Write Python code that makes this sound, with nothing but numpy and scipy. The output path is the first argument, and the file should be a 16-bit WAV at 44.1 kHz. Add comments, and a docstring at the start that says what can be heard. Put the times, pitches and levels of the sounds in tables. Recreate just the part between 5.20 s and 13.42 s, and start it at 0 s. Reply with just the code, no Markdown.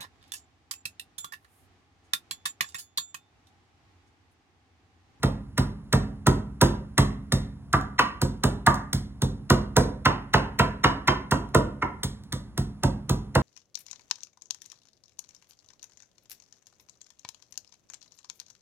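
"""A quiet kitchen hush, then at once a woody blow: garlic and shallot pounded in a hand-held wooden mortar.
In each blow noisy bursts of juicy flesh and the pestle's short tock come first, then the knock on wood,
made of decaying modes and rough grain: dull on a thick layer, hard on a thin one. The counter thumps under
the mortar, low standing waves boom and dishes nearby ring faintly. A microphone pair hears the direct
sound and the dense echoes of the kitchen, the right port louder."""
import sys
import numpy as np
from scipy import signal
from scipy.fft import rfft, irfft, next_fast_len
from scipy.io import wavfile

SR = 44100
rng = np.random.default_rng(int(sys.argv[2]) if len(sys.argv) > 2 else 0)


def master(y):
    """Save y as 16-bit WAV."""
    cut = np.clip(np.atleast_2d(y).T, -1, 1)
    pcm = np.round(cut * 32767)  # scale
    wavfile.write(sys.argv[1], SR, pcm.astype(np.int16))


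N = 362502

# Blows of the pestle, levels before the trims in blow() and pounding():
# start_s (tip lands), contact, push_db (on the counter), knock_db (on the wood), crunch_db,
# squeeze_s (before the wood is met)
BLOWS = [(0.03, "woody", -20.5, -32.5, -36.5, .0033), (0.3772, "woody", -20.5, -32.5, -34, 0.00232),
         (0.7264, "woody", -18, -30.5, -32, 0.0049), (1.0655, "firm", -17, -26.5, -30.5, 0.002),
         (1.4122, "firm", -17, -23.5, -26, 0.003), (1.7782, "woody", -16.5, -27.5, -27.5, .0037),
         (2.1206, "woody", -20.5, -39, -31.5, 0.001095), (2.528, "ringing", -23, -21.5, -36, .009),
         (2.7895, "hard", -37, -19.5, -37, 0.002), (3.0148, "padded", -22, -36, -34, 0.0029),
         (3.2352, "firm", -21, -30, -31, .0029), (3.4633, "ringing", -21, -17.5, -31.5, .0065),
         (3.729, "padded", -24, -47.5, -32, 0.00058), (4.0176, "padded", -21.5, -40, -35, .0019),
         (4.299, "firm", -17.5, -24, -28.5, .0034), (4.564, "hollow", -18.5, -25, -27, .0024),
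         (4.8523, "hard", -23, -21, -38, .0051), (5.1351, "hard", -21.5, -20.5, -35.5, .0054),
         (5.389, "hard", -21.5, -22, -35, .0061), (5.6382, "hard", -23.5, -19.5, -36, .0042),
         (5.8744, "hard", -25, -21.5, -37, 0.0062), (6.1097, "firm", -24, -26, -34, .0082),
         (6.3456, "hollow", -19.5, -23, -32.5, 0.0026), (6.6217, "glancing", -35, -27.5, -57.5, 0.0016),
         (6.8318, "glancing", -28.5, -46.5, -34.5, 0.00287), (7.1226, "glancing", -30.5, -45, -38, 0.00397),
         (7.3755, "firm", -24, -44, -38, 0.00105), (7.6328, "padded", -20, -32.5, -35.5, .0025),
         (7.8928, "padded", -21.5, -36, -34.5, .0024), (8.1502, "firm", -19.5, -26, -35.5, .0035)]
# Bits of flesh that snap or fall back: start_s, level_db (before the trim in pounding())
BITS = [(2.609, -38), (2.793, -29), (3.541, -29), (3.5527, -38), (6.2866, -52), (6.839, -24.5),
        (7.034, -46.5)]
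# Ways the pestle meets the wood: spot_hz, spot_db (weight of that tone), body_db (hollow low wood),
# high_db and clack_db (against the knock), tock_db (pestle against the crunch, before its trim)
CONTACTS = {"padded": (961, 13.5, 0, -15.5, -12, -19.5), "firm": (990.5, -6.5, .5, -9, -12, -7),
            "woody": (1832, -1.5, -.5, -5, -9, 1.5), "ringing": (1198.5, 8, -7, -10.5, -20.5, -4),
            "hard": (1013, 3.5, -2.5, -5, -7.5, 1), "hollow": (508.5, 9, 3.5, -9.5, -14.5, -4.5),
            "glancing": (2067, 16, -1, -4.5, -17.5, -4)}

# Bursting flesh, spectrum shape: frequency_hz, density_db (per Hz)
FLESH_SPECTRUM = [(1000, -14), (1850, -2), (2600, -8), (3700, 4), (4800, 2), (6200, 0), (9000, -1.5),
                  (12000, -4), (16000, -8)]
# The pestle's own short ring: pitch_hz, level_db (relative), t60_s
PESTLE_MODES = [(1856, -2, .024), (2028, -5, .018), (3740, -2, 0.018)]
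# Counter and cabinet under the mortar: pitch_hz, level_db (relative), swell_s (time to peak)
COUNTER_MODES = [(87.2, -5, 0.018), (136.8, 0, 0.017), (191, -7, 0.024), (241.6, -10.5, 0.018)]
# Low standing waves of the kitchen, before the trims in thump(): pitch_hz, level_db, t60_s
ROOM_BOOMS = [(50.2, -1.5, 0.72), (64.2, -18.5, 2.8), (90, -18, 1.2), (94.8, -9.5, 0.91), (112, -8, 0.83),
              (123.3, -15.5, 0.8), (134.77, -9, 1.1), (141.5, -7, 0.72), (162.8, -11, 0.91),
              (192.2, -15.5, 0.95), (206, -7, 1.18), (217.9, -11.5, 0.76), (229.5, -28, 0.59),
              (238.5, -9, 0.69), (247, -17.5, 0.55), (248, -17, 0.47), (263.5, -22.5, 0.48),
              (272.4, -20.5, 1.9), (283, -14, 0.58), (357, -23, 0.3)]
# Mortar with the pestle in it, before random shifts: pitch_hz, level_db (relative), t60_s
MORTAR_MODES = [(282, -3.5, 0.066), (341.6, -1, 0.042), (391.3, -3.5, 0.049), (522, -2, 0.037),
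                (546, -7, 0.032), (658, -4, 0.015), (746, -11.5, 0.032), (955, -1.5, 0.019),
                (967, 4.5, 0.025), (1010, -12.5, 0.037), (1140, -3, 0.029), (1243, -12, 0.011),
                (1340, -11.5, 0.04), (1594, 12, 0.0093), (1795, 9, 0.016), (1913, -3, 0.016),
                (2137, -1, 0.0084), (2570, -3, 0.014), (2887, -10.5, 0.012), (2770, -7.5, 0.031),
                (3094, -15, 0.076), (3800, -11, 0.015)]
# Dense, heavily damped vibration of the wood, spectrum shape: frequency_hz, density_db (per Hz)
GRAIN_SPECTRUM = [(200, -1), (600, -10.5), (1100, -4.5), (1700, 4.5), (2400, -10), (3000, -10.5),
                  (4000, -12), (6000, -13.5), (12000, -58.5)]
# Limits of the low, middle, high and clacking wood: edge_hz
REGISTER_EDGES_HZ = [230, 700, 1500, 2400, 9000]
# Low and middle wood answer later than the high wood and the clack: lag_s, one per register
REGISTER_LAGS = (0.00398, .002, 0.00023, .0001)
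# Dishes on the counter, before random shifts: pitch_hz, level_db (relative), t60_s
DISH_MODES = [(1005, -7, .3), (1029, -6, .35), (1369, -6, .3), (2794, 0, .4), (2916, -1, .4)]

# Kitchen echoes: frequency_hz, reverberation_db, t60_s, left_right_likeness (0 to 1)
KITCHEN_ECHOES = [(197.6, 4, 0.49, 1), (460, 1, 0.44, 0.78), (1010, -0.5, 0.43, 0.29),
                  (1780, -7, 0.48, 0.14), (3710, -4, 0.34, 0.99), (8120, -6, 0.28, 1), (10600, -11, .27, 1),
                  (14000, -10.5, 0.19, 1)]
# Background hush, spectrum shape: frequency_hz, density_db (per Hz)
HUSH_SPECTRUM = [(30, -13.5), (55, 2.5), (130, 0.5), (200, -2.5), (260, -9.5), (500, -24.5), (1000, -23.5),
                 (2500, -38), (5000, -41), (9300, -47.5), (10500, -37), (11500, -56), (16000, -55.5)]
# Microphone pair: frequency_hz, left_minus_right_db, left_lead_radians
PORT_LEAN = [(60, -.7, 0), (130, -1.2, 0), (300, -2.9, .05), (550, -3.2, .5), (1100, -1.9, .05),
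             (2200, -1, 0), (5000, -.1, 0)]

REGISTERS = list(zip(REGISTER_EDGES_HZ, REGISTER_EDGES_HZ[1:]))
REGISTER_FILTERS = [signal.butter(3, edges, "band", fs=SR, output="sos") for edges in REGISTERS]
HUSH_DB = -47                # rms ahead of the microphone pair
LEAD_S = .01                 # room left in each blow before the tip lands
CRUNCH_S = .0036             # volley of bursting cells; its pressure peaks at 0.9 of this
BODY_DB, BODY_FOLLOWS_PUSH = -3.5, 0.47   # the hollow low wood lies between knock (0) and push (1)
PORT_LAG_SAMPLES = 5         # left port behind the right, well up in the treble
CUTOFF_HZ = 16000            # top of the recorded band


def from_db(db):
    """Decibels to gain."""
    return 10 ** (np.asarray(db) / 20)


def at_hz(points, hz, axis=1):
    """Read one column of a table on a log-frequency axis."""
    points = np.array(points)
    return np.interp(np.log(hz + 1), np.log(points[:, 0]), points[:, axis])


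def seconds(length):
    """A time axis."""
    return np.arange(int(length * SR)) / SR


def unit_blow(x):
    """Scale a sound to rms 1 over its first 50 ms."""
    return x / np.sqrt(np.mean(x[:SR // 20] ** 2) + 1e-20)


def add(out, start_s, x):
    """Mix a sound in at a given time."""
    i = max(int(start_s * SR), 0)
    out[..., i:i + x.shape[-1]] += x[..., :max(N - i, 0)]


def ring(hz, gain, t60, t):
    """Sum of modes, each a sine falling 60 dB in its t60."""
    decay = np.exp(-np.log(1000) * t / t60[:, None])
    return gain @ (np.sin(2 * np.pi * hz[:, None] * t) * decay)


def colour(x, spectrum):
    """Give a signal a smooth spectrum."""
    size = next_fast_len(x.shape[-1] + SR // 50)
    gain = from_db(at_hz(spectrum, np.fft.rfftfreq(size, 1 / SR)))
    return irfft(rfft(x, size) * gain, size)[..., :x.shape[-1]]


def background_hush():
    """Steady coloured noise, mostly common to both ports with a little of its own in each."""
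    common = rng.standard_normal(N)
    hush = colour(common + 0.32 * rng.standard_normal((2, N)), HUSH_SPECTRUM)
    return from_db(HUSH_DB) * hush / hush.std()


def crunch(length, cells_per_s=12000, spread_db=3, squeeze_db=-19, squeeze_s=0.02, swell=3.2):
    """Cells burst in a dense volley as the pestle goes in; a few more follow as it presses on."""
    t = seconds(.08)
    struck = rng.random(len(t)) < cells_per_s / SR
    sizes = rng.standard_normal(len(t)) * from_db(spread_db * rng.standard_normal(len(t)))
    age = t / (0.9 * length)
    volley = (age * np.exp(1 - age)) ** swell
    pressing_on = from_db(squeeze_db) * np.exp(-t / squeeze_s) * np.minimum(age, 1)
    return unit_blow(colour(struck * sizes * (volley + pressing_on), FLESH_SPECTRUM))


def pestle(spread_db=1.0):
    """The pestle gives a short tock as soon as its tip lands, its modes weighted anew each time."""
    hz, db, t60 = np.transpose(PESTLE_MODES)
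    gains = from_db(db + spread_db * rng.standard_normal(len(hz)))
    return unit_blow(ring(hz, gains, t60, seconds(.05)))


def thump(boom_db=-1, boom_rise_s=0.014, boom_length=0.72, swell_order=3.4):
    """The counter swells and dies within a few cycles and leaves the room's standing waves humming."""
    t = seconds(1.0)
    slab = 0
    for hz, db, swell_s in COUNTER_MODES:
        swell = (t / swell_s * np.exp(1 - t / swell_s)) ** swell_order
        slab = slab + from_db(db) * np.sin(2 * np.pi * hz * t) * swell
    hz, db, t60 = np.transpose(ROOM_BOOMS)
    gains = from_db(db + boom_db) * (-1) ** np.arange(len(hz))   # alternating polarity
    booms = ring(hz, gains, t60 * boom_length, t)
    return unit_blow(slab) + booms * (1 - np.exp(-t / boom_rise_s)) ** 2


def registers(push_db, knock_db, body_db, high_db, clack_db):
    """Levels of the low, middle, high and clacking wood: all follow the knock, the low wood also the push."""
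    low_db = BODY_DB + body_db + knock_db + BODY_FOLLOWS_PUSH * (push_db - knock_db)
    return np.array([low_db, knock_db, knock_db + high_db, knock_db + clack_db])


def knock(levels_db, spot_hz, spot_db, lead_s, spread_db=2, detune=0.021, spot_t60=0.035,
          seat_s=.004, seat=0.44, contact_s=0.0019, grain=1.0, grain_s=0.0039, build_s=0.0034):
    """The pestle meets the wall, then seats on the bottom; each touch weights the wood's modes anew."""
    t = seconds(.1) - lead_s
    hz, db, t60 = np.transpose(MORTAR_MODES + [(spot_hz, spot_db, spot_t60)])
    hz = hz * (1 + detune * rng.standard_normal(len(hz)))
    gains = from_db(db + spread_db * rng.standard_normal((2, len(hz))))
    gains = gains * rng.choice([-1, 1], (2, len(hz)))
    met = np.maximum(t, 0)
    seated = np.maximum(t - seat_s * rng.uniform(0.581, 1.429), 0)
    # pulp cushions the contact, so each touch builds up
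    first, second = 1 - np.exp(-met / contact_s), 1 - np.exp(-seated / contact_s)
    # the grain builds up while the pestle squeezes down, then dies away
    force = 1 / (np.exp((contact_s - t) / build_s) + np.exp((t - contact_s) / grain_s))
    dense = colour(rng.standard_normal(len(t)) * force, GRAIN_SPECTRUM)
    out = 0
    for (low, high), band, level_db, lag_s in zip(REGISTERS, REGISTER_FILTERS, levels_db, REGISTER_LAGS):
        m = (hz >= low) & (hz < high)
        wall = first * ring(hz[m], gains[0, m], t60[m], met)
        bottom = seat * second * ring(hz[m], gains[1, m], t60[m], seated)
        rough = signal.sosfilt(band, dense)
        register = unit_blow(unit_blow(wall + bottom) + grain * unit_blow(rough))
        out = out + np.interp(t - lag_s, t, from_db(level_db) * register, left=0)
    return out


def dishes(spread_db=3, damping_spread=0.13):
    """Glass and metal nearby ring as decaying modes, picking up the knock."""
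    hz, db, t60 = np.transpose(DISH_MODES)
    t60 = t60 * np.exp(damping_spread * rng.standard_normal(len(hz)))
    gains = from_db(db + spread_db * rng.standard_normal(len(hz)))
    return ring(hz, gains, t60, seconds(.5))


def blow(contact, push_db, knock_db, flesh_db, squeeze_s, count,
         wood_db=(-.5, -.3, -.5, -.5), crunch_db=0.49, pestle_db=-6.0, dishes_db=-19):
    """One blow sent in several directions: tip and flesh near LEAD_S, the wood after the squeeze."""
    spot_hz, spot_db, *colour_db, tock_db = CONTACTS[contact]
    levels_db = registers(push_db, knock_db, *colour_db)
    ways = np.zeros((count, len(seconds(.55))))
    add(ways, LEAD_S, from_db(flesh_db + tock_db + pestle_db) * pestle())
    # the dishes follow the clack
    add(ways, LEAD_S + squeeze_s, from_db(levels_db[-1] + dishes_db) * dishes())
    for way in ways:
        add(way, LEAD_S - CRUNCH_S / 10, from_db(flesh_db + crunch_db) * crunch(CRUNCH_S))
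        add(way, squeeze_s, knock(levels_db + wood_db, spot_hz, spot_db, LEAD_S))
    return ways


def kitchen(count, first_echo_s=0.0042, early=1.0, early_s=0.022):
    """Stereo room responses: dense echoes, strongest from near surfaces, each band with its own decay."""
    t = seconds(.45)
    edges = np.geomspace(150, 18000, 15)
    white, response = rng.standard_normal((2, 2, count, 1, len(t))), 0
    onset = np.clip(t / first_echo_s - 1, 0, 1) * (1 + early * np.exp(-t / early_s))
    for k, (low, high) in enumerate(zip(edges, edges[1:])):
        hz = np.sqrt(low * high)
        band_filter = signal.butter(2, [low, high], "band", fs=SR, output="sos")
        mid, side = signal.sosfilt(band_filter, white[k % 2])   # neighbouring bands use separate noise
        alike = np.clip(at_hz(KITCHEN_ECHOES, hz, axis=3), 0, 1)
        band = np.sqrt(1 + alike) * mid + np.sqrt(1 - alike) * side * [[1], [-1]]
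        fade = onset * np.exp(-np.log(1000) * t / at_hz(KITCHEN_ECHOES, hz, axis=2))
        level = from_db(at_hz(KITCHEN_ECHOES, hz)) / np.sqrt(2 * np.sum(fade ** 2))
        response = response + band * fade * level
    return response


def radiate(ways, rooms):
    """A source sends a different mix each way: the first reaches the pair directly, all come off the walls."""
    echoes = sum(signal.fftconvolve(way[None], room, axes=1) for way, room in zip(ways, rooms))
    out = echoes / np.sqrt(len(ways))
    add(out, 0, ways[0])
    return out


def pounding(thump_db=0, bits_db=-17, push_s=0.00022):
    """All blows; hands and pestle keep shifting, so successive blows reach the room by different paths."""
    out, push, rooms = np.zeros((2, N)), thump(), kitchen(count=11)
    for k, (start_s, contact, push_db, knock_db, flesh_db, squeeze_s) in enumerate(BLOWS):
        paths = rooms.take([2 * k, 2 * k + 1], axis=0, mode="wrap")
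        ways = blow(contact, push_db, knock_db, flesh_db, squeeze_s, count=len(paths))
        add(out, start_s - LEAD_S, radiate(ways, paths))
        add(out, start_s + push_s, from_db(push_db + thump_db) * push)
    for start_s, level_db in BITS:
        snap = from_db(level_db + bits_db) * crunch(CRUNCH_S)
        add(out, start_s, radiate([snap], rooms))
    return out


def scene():
    """The pounding over a quiet background."""
    return background_hush() + pounding()


def record(dry, lag_from_hz=1600, ceiling=0.8, low_cut_hz=36):
    """The right port is louder and gets the treble first; peaks are rounded, bottom and top are cut."""
    size = next_fast_len(N + SR // 10)
    hz = np.fft.rfftfreq(size, 1 / SR)
    ports = rfft(dry, size) * from_db(at_hz(PORT_LEAN, hz) * [[.5], [-.5]])
    lag_s = PORT_LAG_SAMPLES / SR * (1 - np.exp(-(hz / lag_from_hz) ** 4))
    turn = at_hz(PORT_LEAN, hz, axis=2) - 2 * np.pi * hz * lag_s
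    both = irfft(ports * np.exp(1j * turn * [[1], [0]]), size)[:, :N]   # only the left port is turned
    both = signal.sosfilt(signal.butter(4, low_cut_hz, "high", fs=SR, output="sos"), both)
    rounded = both / (1 + (both / ceiling) ** 4) ** (1 / 4)
    return signal.sosfilt(signal.ellip(10, .2, 80, CUTOFF_HZ, fs=SR, output="sos"), rounded)


dry = scene()
out = record(dry)
master(out)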